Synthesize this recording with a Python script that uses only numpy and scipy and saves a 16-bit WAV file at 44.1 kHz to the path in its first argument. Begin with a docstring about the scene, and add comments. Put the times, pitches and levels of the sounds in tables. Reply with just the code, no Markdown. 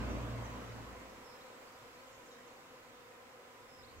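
"""A garden, where a swarm of honeybees circles, their wingbeats merging into one broad hum.
A passing vehicle's engine drone and tyre roar fade away in the first second or so. Small birds
chirp and whistle faintly over a soft outdoor hiss, their calls scattered by the trees.
At the end a light breeze brushes the microphone."""
import sys
import numpy as np
from scipy import signal
from scipy.fft import rfft, irfft
from scipy.io import wavfile
from scipy.ndimage import uniform_filter1d

SR = 44100
rng = np.random.default_rng(int(sys.argv[2]) if len(sys.argv) > 2 else 0)


def inscribe(sig):
    """Save sig as 16-bit PCM at rate SR to the path in sys.argv[1].

    A 1-D sig is mono; a 2-D sig holds one channel per row.
    Samples are clipped to [-1, 1] before scaling.
    """
    pcm = np.round(np.clip(np.atleast_2d(sig).T, -1, 1) * 32767)
    wavfile.write(sys.argv[1], SR, pcm.astype(np.int16))


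N = 176400
T = np.arange(N) / SR


def amp(db):
    """Decibels to gain."""
    return 10 ** (np.asarray(db) / 20)


def unit(x):
    """Scales to rms 1."""
    return x / np.sqrt(np.mean(x ** 2) + 1e-20)


def curve(points, t=T):
    """An automation lane: straight lines between breakpoints."""
    return np.interp(t, *np.transpose(points))


def spectrum(points, hz):
    """Reads (f/Hz, value) breakpoints on a log frequency axis."""
    f, value = np.transpose(points)
    return np.interp(np.log(hz + 1), np.log(f + 1), value)


def drift(rate_hz):
    """Smooth random modulation of rms 1: sixteen sines below the given rate."""
    t = np.linspace(0, N / SR, 1000)
    hz = rate_hz * rng.uniform(.1, 1, (16, 1))
    sines = np.sin(2 * np.pi * (hz * t + rng.random(hz.shape))) / np.sqrt(hz)
    return np.interp(T, t, unit(sines.sum(0)))


def pan(db):
    """Left and right gains; pan is left minus right in dB."""
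    return amp([[db / 2], [-db / 2]])


def add(mix, start, sound):
    """Drops a stereo sound into the mix at start seconds."""
    part = mix[:, round(start * SR):][:, :sound.shape[1]]
    part += sound[:, :part.shape[1]]


# Stereo image of the noise beds: f/Hz, left-right correlation
COHERENCE = [(60, 0.4), (130, 0.77), (290, 0.72), (640, 0.6), (1400, -0.06), (3100, 0.55), (7000, 0)]
def noise(colour, patchy_db, size=2048):
    """A diffuse stereo bed of rms 1, with patches of its spectrum swelling and sinking."""
    hz, hop = np.fft.rfftfreq(size, 1 / SR), size // 4
    a, b, c, d, patches = rng.standard_normal((5, N // hop + 5, len(hz)))
    patches = uniform_filter1d(patches, size=7, axis=0)  # smooth in time
    patches = unit(uniform_filter1d(patches, size=14, axis=1))  # and in frequency
    shared = np.clip(spectrum(COHERENCE, hz), -1, 1)
    left = a + 1j * b
    right = shared * left + np.sqrt(1 - shared ** 2) * (c + 1j * d)
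    frames = np.array([left, right]) * amp(spectrum(colour, hz) + patchy_db * patches)
    _, bed = signal.istft(frames.swapaxes(1, 2), nperseg=size, noverlap=size - hop)
    return unit(bed[:, :N])


# Timbre of one bee: harmonic of the wingbeat, relative level/dB
WING_HARMONICS = [(1, -8.5), (2, 0), (3, -8.5), (4, -2.5), (5, -4.5), (6, -7.5), (7, -11), (8, -9),
                  (10, -15), (14, -20), (24, -34)]
# Fader ride on the whole swarm: t/s, level/dB
SWARM_LEVEL = [(0, -54), (1, -56), (1.6, -57.5), (2.3, -58.5), (3, -58), (4, -59)]
def swarm(bees=64, wing_hz=251.44, ear_delay_s=.00029):
    """Each bee loops one wing stroke at its own wandering rate, drifting nearer and farther."""
    harmonics = amp(curve(WING_HARMONICS, np.arange(1, 25)))
    size = 1024  # wavetable samples per stroke
    hum = np.zeros((2, N))
    for detune in unit(signal.detrend(rng.standard_normal(bees), type="constant")):
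        phases = np.exp(2j * np.pi * rng.random(len(harmonics)))
        stroke = irfft(np.r_[0, harmonics * phases], size)
        wander, jitter = .026 * drift(rate_hz=5), .006 * drift(rate_hz=29.99)
        beats = np.cumsum(wing_hz * (1 + .043 * detune + wander + jitter)) / SR
        side = rng.uniform(-1, 1)
        lead = side * ear_delay_s * wing_hz / 2  # the nearer ear hears each stroke first
        playhead = (np.array([beats + lead, beats - lead]) * size).astype(int) % size
        flyby_db = 3 * drift(rate_hz=1.2)
        hum += stroke[playhead] * amp(flyby_db) * pan(db=3 * side)
    return unit(hum) * amp(curve(SWARM_LEVEL))


# The engine's firing rate: t/s, f/Hz
FIRING_RATE = [(0, 60.5), (.11, 58.9), (.25, 58.5), (.45, 57.8), (.9, 57), (1.3, 55.5), (2, 54.6),
               (4, 54.4)]
# Fader ride on the firing tone: t/s, level/dB
DRONE_LEVEL = [(0, -42.5), (.17, -45), (.28, -47), (.38, -52), (.5, -51), (.7, -57), (.92, -59), (1.1, -69),
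               (1.4, -86), (2, -82), (3, -87), (4, -90)]
# Fader ride on its octave: t/s, level/dB
OCTAVE_LEVEL = [(0, -44), (.09, -62), (.16, -46.5), (.27, -46.5), (.38, -42.5), (.5, -53), (.6, -58),
                (.7, -52), (.81, -52.5), (.89, -72), (1.3, -76.5), (4, -81.5)]
def engine(overtone_db=-16.5):
    """A low firing tone and its octave sag in pitch and fade as the vehicle draws away."""
    phase = 2 * np.pi * np.cumsum(curve(FIRING_RATE)) / SR
    flutter_db = np.interp(T, [0, 2], [-.6, 2.2])  # moving air adds more flutter from afar
    overtones = sum(np.sin(k * phase + drift(rate_hz=8)) for k in (4, 5))
    tone = np.sin(phase) + amp(overtone_db) * overtones
    drone = amp(curve(DRONE_LEVEL) + flutter_db * drift(rate_hz=5)) * tone
    octave = amp(curve(OCTAVE_LEVEL) + flutter_db * drift(rate_hz=9.4)) * np.sin(2 * phase)
    return np.sqrt(2) * (drone + octave)


# EQ of tyres on the road: f/Hz, relative level/dB
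TYRE_EQ = [(25, -13), (45, -1.5), (100, 2), (165, -7), (205, 2.5), (280, 0.5), (320, -6.5), (420, -6.5),
           (490, -5), (640, -5), (790, -13), (1020, -6), (1400, -14), (2200, -18.5), (3200, -23),
           (4200, -28.5), (7800, -37.5), (9500, -57), (15000, -58)]
# Fade-out as the vehicle leaves: t/s, level/dB
TYRE_LEVEL = [(0, -42.5), (.11, -41.5), (.28, -45), (.45, -45.5), (.6, -46.5), (.8, -50.5), (1, -53),
              (1.25, -59.5), (1.7, -64), (2.5, -70), (4, -74)]
def tyres(crossover_hz=350):
    """Road roar fades with distance, its rumble first."""
    roar = noise(TYRE_EQ, patchy_db=2.3)
    level_db = curve(TYRE_LEVEL)
    rumble = signal.sosfiltfilt(signal.butter(2, crossover_hz, fs=SR, output="sos"), roar)
    rumble_cut_db = .43 * (level_db - level_db.max())
    return amp(level_db) * (roar - rumble + rumble * amp(rumble_cut_db))


# EQ of the outdoor hiss: f/Hz, relative level/dB
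AIR_EQ = [(20, -7), (55, -10), (130, -2), (190, -5), (350, 1), (650, 0), (1200, -5), (2200, -6),
          (3300, -11.5), (5000, -13.5), (7900, -15), (9300, -23.5), (12500, -21), (15800, -23.5)]
# Fader ride on that hiss: t/s, level/dB
AIR_FADE = [(0, -54.5), (1.2, -57.5), (2.3, -59), (3.2, -60.5), (4, -60.5)]
def air():
    """A soft bed of outdoor hiss eases down under everything."""
    return noise(AIR_EQ, patchy_db=1.52) * amp(curve(AIR_FADE))


def mic_hiss(level_db=-75):
    """The microphones' own steady white noise."""
    return amp(level_db) * rng.standard_normal((2, N))


def bird_note(hz, db, attack=1):
    """One fluttering note swells and fades along a pitch path; attack under 1 peaks earlier."""
    swell = abs(np.sin(np.pi * np.linspace(0, 1, len(hz)) ** attack))
    flutter = 1 + .01 * drift(rate_hz=152)[:len(hz)]
    return np.sqrt(2) * amp(db) * swell * np.sin(2 * np.pi * np.cumsum(hz * flutter) / SR)


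# Quick chirps: t/s, length/s, first f/Hz, last f/Hz, level/dB, pan/dB, reverb send/dB
BIRD_CHIRPS = [(.085, 0.06, 6450, 5540, -64, -3, -7), (0.432, 0.05, 6800, 5360, -70, -20.5, -1),
               (1.395, 0.043, 3000, 4710, -66, 7, -2), (1.665, 0.045, 4200, 5130, -70, -5, 0),
               (1.923, 0.043, 3730, 4880, -70, 4, 2), (2.055, 0.064, 7870, 5750, -73, -5, 5),
               (2.247, .055, 7900, 4600, -71, -7, 4.5), (2.302, 0.042, 4000, 3650, -67, 7, 0),
               (2.458, .04, 7500, 5250, -74, -10, 3), (3.825, .04, 3400, 4860, -64, 7, 1.5),
               (3.96, .05, 6450, 6300, -71, -2, -3)]
# Thin whistles: t/s, length/s, settled f/Hz, level/dB, pan/dB, reverb send/dB
BIRD_WHISTLES = [(1.243, 0.11, 5170, -70, -10, 3), (2.917, 0.088, 3610, -73.5, 4, 1.5),
                 (3.68, 0.1, 5170, -71, -7, 3)]
def birds(drop_hz=380, settle_s=.0159, predelay_s=.035):
    """Chirps sweep and whistles drop onto a held pitch, each echoed by the trees."""
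    calls = []
    for start, length, first_hz, last_hz, db, pan_db, send_db in BIRD_CHIRPS:
        sweep = np.linspace(0, 1, int(length * SR)) ** 1.1
        pitch = first_hz + (last_hz - first_hz) * sweep
        calls.append((start, bird_note(pitch, db), pan_db, send_db))
    for start, length, hz, db, pan_db, send_db in BIRD_WHISTLES:
        pitch = hz + drop_hz * np.exp(-T[:int(length * SR)] / settle_s)
        calls.append((start, bird_note(pitch, db, attack=.48), pan_db, send_db))
    direct, send = np.zeros((2, 2, N))
    for start, call, pan_db, send_db in calls:
        add(direct, start, call * pan(pan_db))
        add(send, start + predelay_s, call * pan(pan_db / 2) * amp(send_db))
    return direct + tree_scatter(send)


def tree_scatter(send, t60_s=.36):
    """The trees scatter each call into a short, diffuse reverb tail."""
    t = T[:SR // 2]
    tail = rng.standard_normal((2, len(t))) * amp(-60 * t / t60_s)
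    return signal.fftconvolve(send, tail / np.linalg.norm(tail[0]), axes=1)[:, :N]


# EQ of wind on the microphone: f/Hz, relative level/dB
BREEZE_EQ = [(20, -10), (50, -2), (90, 0), (160, -10), (300, -16), (600, -46), (3000, -60)]
# Fader ride on the closing puffs: t/s, level/dB
BREEZE_LEVEL = [(3.55, -88), (3.63, -66), (3.7, -77), (3.82, -65), (4, -63)]
def breeze():
    """Light puffs brush the microphone with a soft, low rumble."""
    return noise(BREEZE_EQ, patchy_db=3.5) * amp(curve(BREEZE_LEVEL))


def scene():
    """The garden mix: bees, departing vehicle, birds and breeze over the hiss."""
    return swarm() + engine() + tyres() + birds() + breeze() + air() + mic_hiss()


# Balance of the microphone pair: f/Hz, left minus right level/dB
MIC_BALANCE = [(60, -1.8), (400, 1), (700, 0), (1300, -2), (2400, -1.5), (4400, -2.5), (8000, -3.5),
               (15000, 0)]
def record(dry, left_delay_s=.0001, high_cut_hz=15800):
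    """The right microphone is a little earlier and brighter; a steep high cut trims both sides."""
    hz = np.fft.rfftfreq(2 * N, 1 / SR)
    balance_db = spectrum(MIC_BALANCE, hz)
    delay = np.exp(-2j * np.pi * hz * left_delay_s)
    response = np.array([amp(balance_db / 2) * delay, amp(-balance_db / 2)])
    heard = irfft(rfft(dry, 2 * N) * response)[:, :N]
    high_cut = signal.firwin(511, high_cut_hz, window=("kaiser", 9), fs=SR)
    return signal.oaconvolve(heard, high_cut[None], "same")


dry = scene()
out = record(dry)
inscribe(out)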